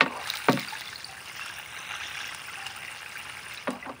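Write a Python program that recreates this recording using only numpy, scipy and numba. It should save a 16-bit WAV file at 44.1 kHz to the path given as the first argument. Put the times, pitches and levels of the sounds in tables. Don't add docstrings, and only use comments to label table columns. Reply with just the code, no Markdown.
import sys
import numpy as np
from scipy import signal
from scipy.fft import rfft, irfft
from scipy.io import wavfile
from numba import njit

SR = 44100
rng = np.random.default_rng(int(sys.argv[2]) if len(sys.argv) > 2 else 0)


def materialize(psi):
    bounded = np.clip(np.atleast_2d(psi).T, -1, 1)
    quanta = np.round(bounded * 32767).astype(np.int16)
    wavfile.write(sys.argv[1], SR, quanta)


N = 176400
TIME = np.arange(N) / SR


# (time [s], level [dB])
PUDDLE_LEVEL = [(0, -41.5), (.18, -43), (.28, -35), (.47, -39), (.8, -38), (1.05, -47.5), (1.28, -44),
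                (1.45, -39.5), (1.63, -43.5), (1.92, -37), (2.17, -39), (2.5, -40.5), (2.78, -40.5),
                (3.05, -41), (3.5, -41.5), (3.66, -48.5), (3.85, -47.5), (4, -57)]
# (frequency [Hz], gain [dB])
PUDDLE_SPECTRUM = [(480, -45.5), (780, -19), (1000, -2.5), (1300, 2), (1600, 3.5), (1950, 2.5), (2500, 4),
                   (2820, 1.5), (3150, -9), (3900, -8), (5000, -22)]
# (frequency [Hz], relative level [dB], T60 [s])
POT_MODES = [(842, -13.5, 0.027), (1589, -12, 0.25), (2789, -10.5, 0.024)]
def puddle():
    drops = impacts(per_s=2200, spread_db=6)
    splash = rms_one(colour(splats(drops, t60=0.017, smear_db=-3), PUDDLE_SPECTRUM))
    popping = bubbles(per_s=900, low_hz=943, high_hz=4016, cycles=42, spread_db=4.5, rise=0.027)
    water = rms_one(splash + from_db(3.5) * rms_one(colour(popping, PUDDLE_SPECTRUM)))
    pot = sum(from_db(db) * rms_one(ring(splats(drops, t60=0.0029, smear_db=-5), hz, t60))
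              for hz, db, t60 in POT_MODES)
    return level(PUDDLE_LEVEL) * spurts(depth_db=0.38) * rms_one(water + pot)


# (time [s], level [dB])
SOIL_LEVEL = [(0, -60), (.15, -52.5), (.3, -44.5), (.42, -47.5), (.7, -46), (.9, -45.5), (1.2, -52),
              (1.42, -42.5), (1.63, -48), (1.92, -47.5), (2.15, -43), (2.5, -48), (3.1, -48.5), (3.58, -50),
              (3.76, -58.5), (4, -57.5)]
# (frequency [Hz], gain [dB])
SOIL_SPECTRUM = [(2200, -5.5), (3600, 3), (5100, 0.5), (6150, -4), (6900, -7.5), (8500, -30.5)]
def soil():
    drops = impacts(per_s=5500, spread_db=4.3)
    crackle = rms_one(colour(splats(drops, t60=0.0016, smear_db=-12), SOIL_SPECTRUM))
    fizz = bubbles(per_s=950, low_hz=2973, high_hz=7400, cycles=70, spread_db=4, rise=0.026)
    fizz = from_db(1) * rms_one(colour(fizz, SOIL_SPECTRUM))
    return level(SOIL_LEVEL) * spurts(depth_db=2) * rms_one(crackle + fizz)


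# (time [s], level [dB])
SPRAY_LEVEL = [(0, -60.5), (.1, -55), (.3, -47.5), (.42, -47.5), (.56, -46), (.9, -52), (1.3, -51.5),
               (2.15, -50.5), (2.5, -51), (3.5, -52), (3.75, -58), (4, -62)]
# (frequency [Hz], gain [dB])
HISS_AND_MIC_COLOUR = [(3000, -23), (6500, -5), (8000, 1), (9250, 7), (10300, 0.5), (11300, -6),
                       (13000, -11.5), (13900, -13), (14900, 3), (15500, 5.5)]
def spray():
    mist = rms_one(impacts(per_s=9400, spread_db=7.5)) + from_db(-5) * rng.standard_normal(N)
    beads = bubbles(per_s=750, low_hz=6500, high_hz=15200, cycles=55, spread_db=4.5, rise=0.069)
    hiss = rms_one(colour(mist + from_db(0.5) * beads, HISS_AND_MIC_COLOUR))
    return level(SPRAY_LEVEL) * spurts(depth_db=0.78) * hiss


# (time [s], level [dB])
STEM_LEVEL = [(.2, -65), (.28, -40), (.42, -43.5), (.56, -39.5), (.72, -48), (.9, -51), (1.1, -78)]
# (frequency [Hz], gain [dB])
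STEM_SPECTRUM = [(1500, -12), (4000, 18), (9000, -7), (13000, -10), (15300, 8)]
def stem_spatter():
    ticks = splats(impacts(per_s=1100, spread_db=8.5), t60=0.0076, smear_db=3)
    return level(STEM_LEVEL) * spurts(depth_db=3.5) * rms_one(colour(ticks, STEM_SPECTRUM))


# (time [s], level [dB], frequency [Hz], T60 [s])
PLIPS = [(.257, -24, 1700, .025), (.3375, -19, 2320, 0.018), (0.685, -23, 4670, 0.015),
         (0.724, -24.5, 891, 0.085), (0.8737, -27.5, 3510, .03), (.928, -26, 1535, 0.021),
         (0.9578, -22.5, 4340, 0.02), (1.045, -21, 4550, 0.012), (1.085, -38, 773, 0.29),
         (1.395, -24, 1300, 0.009), (1.409, -26.5, 2730, 0.092), (2.003, -30, 2530, 0.021),
         (2.2435, -21.5, 2650, 0.0084), (2.2848, -33, 1640, 0.026), (2.565, -36.5, 781, 0.53),
         (2.661, -23.5, 2840, 0.027), (2.8828, -27, 1965, 0.022), (3.155, -25.5, 1565, 0.038),
         (3.514, -30, 2110, 0.034), (3.575, -24, 3940, 0.014), (3.826, -25.5, 2000, 0.041)]
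def plips():
    depth, rate_hz, rise_share = 0.52, 41, 0.15
    wobble = np.exp(depth * (wander(rate_hz) / 2 + 1j * wander(rate_hz)))
    tones = np.zeros(N, complex)
    for s, db, hz, t60 in PLIPS:
        envelope = fade(s, t60) - fade(s, rise_share * t60)
        tones += from_db(db) * envelope * np.exp(2j * np.pi * hz * (TIME - s))
    return (tones * wobble).imag


# (time [s], relative level [dB])
TICKS = [(0.273, -21), (0.337, -22), (1.4602, -23.5), (2.3472, -23), (2.666, -20.5), (3.7048, -24)]
# (frequency [Hz], gain [dB])
TICK_SPECTRUM = [(800, 5.5), (2800, 2), (6000, -4.5), (9500, -0.5), (13000, -19), (15300, -14)]
def leaf_ticks():
    envelope = sum(from_db(db) * fade(s, t60=0.028) for s, db in TICKS)
    return from_db(-5) * colour(envelope * rng.standard_normal(N), TICK_SPECTRUM)


# (time [s], wall drive [dB], contact cutoff [Hz], cavity drive [dB], cavity low cut [Hz])
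KNOCKS = [(.0083, -9.5, 3200, -31, 143), (0.027, -23, 1200, -32, 131), (0.061, -22, 1480, -37, 170),
          (0.485, -8.5, 1140, -19.5, 88), (0.531, -28, 490, -25, 88), (.573, -27, 2450, -35.5, 119),
          (3.673, -19, 1110, -34, 170), (3.678, -17.5, 840, -29, 196), (3.860, -30, 1280, -38.5, 250),
          (3.893, -26, 800, -37, 310)]
# (frequency [Hz], gain [dB], T60 [s])
WALL_MODES = [(582, -8, 0.055), (724, -25, 0.18), (913, -13.5, 0.12), (1128, -8.5, 0.11),
              (1199, -6.5, 0.053), (1530, 3, 0.015), (1853, -7.5, 0.087), (2190, 6, 0.012),
              (2705, 5, 0.011), (3750, 4.5, 0.0078)]
# (frequency [Hz], gain [dB], T60 [s])
CAVITY_MODES = [(135.2, -6, 0.3), (166, -2, 0.14), (199.6, -8, 0.34), (246.2, -1, 0.27),
                (275.6, -0.5, 0.19), (325.3, -13.5, 0.34), (411, -11, 0.06), (559.3, 0.5, 0.11)]
# (frequency [Hz], gain [dB])
CLACK_SPECTRUM = [(150, -26.5), (400, 3.5), (1200, -2.5), (2600, -2), (4000, 1), (9000, -15.5)]
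def can_knocks():
    wall_drive, cavity_drive, clack = np.zeros((3, N))
    for s, wall_db, contact_hz, cavity_db, lowest_hz in KNOCKS:
        click = (np.arange(N) == int(s * SR)) + 1e-18
        contact = signal.butter(2, contact_hz, fs=SR)
        low_cut = signal.butter(4, lowest_hz, "high", fs=SR, output="sos")
        wall_drive += from_db(wall_db) * signal.lfilter(*contact, click)
        cavity_drive += from_db(cavity_db) * signal.sosfilt(low_cut, click)
        burst = (fade(s, t60=0.077) - fade(s, t60=0.005)) * rng.standard_normal(N)
        makeup = np.sqrt(SR / 2 / contact_hz)
        clack += from_db(wall_db - 5.5) * makeup * signal.lfilter(*contact, burst)
    ringing = modal_sum(wall_drive, WALL_MODES) + modal_sum(cavity_drive, CAVITY_MODES)
    return ringing + colour(clack, CLACK_SPECTRUM)


# (centre time [s], standard deviation [s], level [dB])
SLOSHES = [(0.153, 0.062, -37.5), (3.744, 0.027, -39.5), (3.88, 0.028, -40)]
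# (frequency [Hz], gain [dB])
SLOSH_SPECTRUM = [(200, -12.5), (550, 8.5), (1150, 13), (1600, -32)]
def slosh():
    swell = sum(from_db(db) * np.exp(-.5 * ((TIME - s) / width) ** 2) for s, width, db in SLOSHES)
    gurgle = bubbles(per_s=900, low_hz=250, high_hz=2002, cycles=130, spread_db=1.5, rise=0.055)
    return swell * rms_one(colour(gurgle, SLOSH_SPECTRUM))


# (time [s], frequency [Hz], strength [1])
NOTCH_PATH = [(.6, 2800, .1), (1.0, 3060, 0.37), (1.3, 3900, 0.54), (1.55, 4360, 0.8), (1.902, 4780, 1.0),
              (2.2, 4250, 0.82), (2.55, 4030, 0.61), (2.9, 3940, 0.3)]
# (ratio to notch frequency [1], relative bandwidth [1], full-strength gain [dB])
NOTCH_BANDS = [(.77, 0.21, 4.5), (1.0, 0.43, -12.5), (1.3, 0.051, 8)]
def pot_wall(x):
    times, notch_hz, strengths = np.transpose(NOTCH_PATH)
    centre_hz, strength = np.interp(TIME, times, notch_hz), np.interp(TIME, times, strengths)
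    for ratio, width, db in NOTCH_BANDS:
        band = moving_band(x, np.tan(np.pi * ratio * centre_hz / SR), width)
        x = x + (from_db(db * strength) - 1) * band
    return x


def terrace(x):
    tail = (fade(0.0048, t60=0.091) * rng.standard_normal(N))[:SR // 2]
    return x + from_db(-15.5) * signal.fftconvolve(x, tail / np.linalg.norm(tail))[:N]


# (frequency [Hz], gain [dB])
AIR_SPECTRUM = [(20, 10), (45, -13), (65, -0.5), (95, 1.5), (140, 0), (250, -8), (500, -7), (1500, -3.5)]
def air():
    return from_db(-51) * rms_one(colour(rng.standard_normal(N), AIR_SPECTRUM))


def impacts(per_s, spread_db):
    sizes = from_db(spread_db * np.minimum(rng.exponential(1, N), 4.5))
    return (rng.random(N) < per_s / SR) * sizes * rng.choice([-1, 1], N)


def splats(drops, t60, smear_db):
    scatter_db = 1.5 * np.clip(rng.standard_normal(N), -2, 2)
    hits = rms_one(drops * from_db(scatter_db))
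    retention = np.exp(-2 * np.log(1000) / (t60 * SR))
    energy = signal.lfilter([1], [1, -retention], hits ** 2 + 1e-18)
    smear = rms_one(np.sqrt(energy) * rng.standard_normal(N))
    return rms_one(hits + from_db(smear_db) * smear)


def bubbles(per_s, low_hz, high_hz, cycles, spread_db, rise, candidates=4000):
    out = np.zeros(N + SR)
    for chance, when, pitch, size, life in rng.random((candidates, 5)):
        if chance * candidates < per_s * N / SR:
            hz = low_hz * (high_hz / low_hz) ** pitch
            t60 = cycles * (.5 + life) / hz
            age = np.arange(int(t60 * SR)) / SR
            gain = from_db(spread_db * min(-np.log(1 - size), 4)) * hz
            phase = 2 * np.pi * hz * age * (1 + rise * age / t60)
            start = int(when * N)
            out[start:start + len(age)] += gain * np.exp(-np.log(1000) * age / t60) * np.sin(phase)
    return rms_one(out[:N])


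def spurts(depth_db):
    return from_db(depth_db * wander(rate_hz=18.3))


def wander(rate_hz):
    pole = np.exp(-2 * np.pi * rate_hz / SR)
    return rms_one(signal.lfilter([1], [1, -2 * pole, pole * pole], rng.standard_normal(N + SR))[SR:])


def modal_sum(drive, modes):
    return sum((-1) ** k * from_db(db) * ring(drive, hz, t60) for k, (hz, db, t60) in enumerate(modes))


def ring(clicks, hz, t60):
    r, w = from_db(-60 / (t60 * SR)), 2 * np.pi * hz / SR
    return signal.lfilter([0, np.sin(w)], [1, -2 * r * np.cos(w), r * r], clicks + 1e-18)


@njit
def moving_band(x, tuning, damping):
    out, band, low = np.zeros(len(x)), 0., 0.
    for i in range(len(x)):
        g = tuning[i]
        v = (band + g * (x[i] - low)) / (1 + g * (g + damping))
        band, low = 2 * v - band, low + 2 * g * v
        out[i] = damping * v
    return out


def colour(x, points):
    size = 8192
    hz, db = np.transpose(points)
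    log_hz = np.log(np.maximum(np.arange(size // 2 + 1) * SR / size, 1))
    beyond = np.maximum(np.log(hz[0]) - log_hz, 0) + np.maximum(log_hz - np.log(hz[-1]), 0)
    cepstrum = irfft(np.log(from_db(np.interp(log_hz, np.log(hz), db))) - np.pi * beyond)
    cepstrum[1:size // 2] *= 2
    cepstrum[size // 2 + 1:] = 0
    return signal.fftconvolve(x, irfft(np.exp(rfft(cepstrum))))[:N]


def fade(s, t60):
    return (TIME >= s) * np.exp(-np.minimum(np.log(1000) * np.abs(TIME - s) / t60, 20))


def level(rows):
    return from_db(np.interp(TIME, *np.transpose(rows)))


def from_db(db):
    return 10 ** (np.asarray(db) / 20)


def rms_one(x):
    return x / np.sqrt(np.mean(x ** 2) + 1e-20)


def scene():
    shower = pot_wall(puddle() + soil() + spray())
    near = shower + stem_spatter() + plips() + leaf_ticks() + can_knocks() + slosh()
    return (terrace(near) + air())[None]


def record(dry):
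    low_cut = signal.butter(3, 58, "high", fs=SR, output="sos")
    high_cut = signal.ellip(10, .3, 70, 15600, fs=SR, output="sos")
    rounded = 2 * np.tanh(dry / 2)
    return signal.sosfilt(high_cut, signal.sosfilt(low_cut, rounded))


dry = scene()
out = record(dry)
materialize(out)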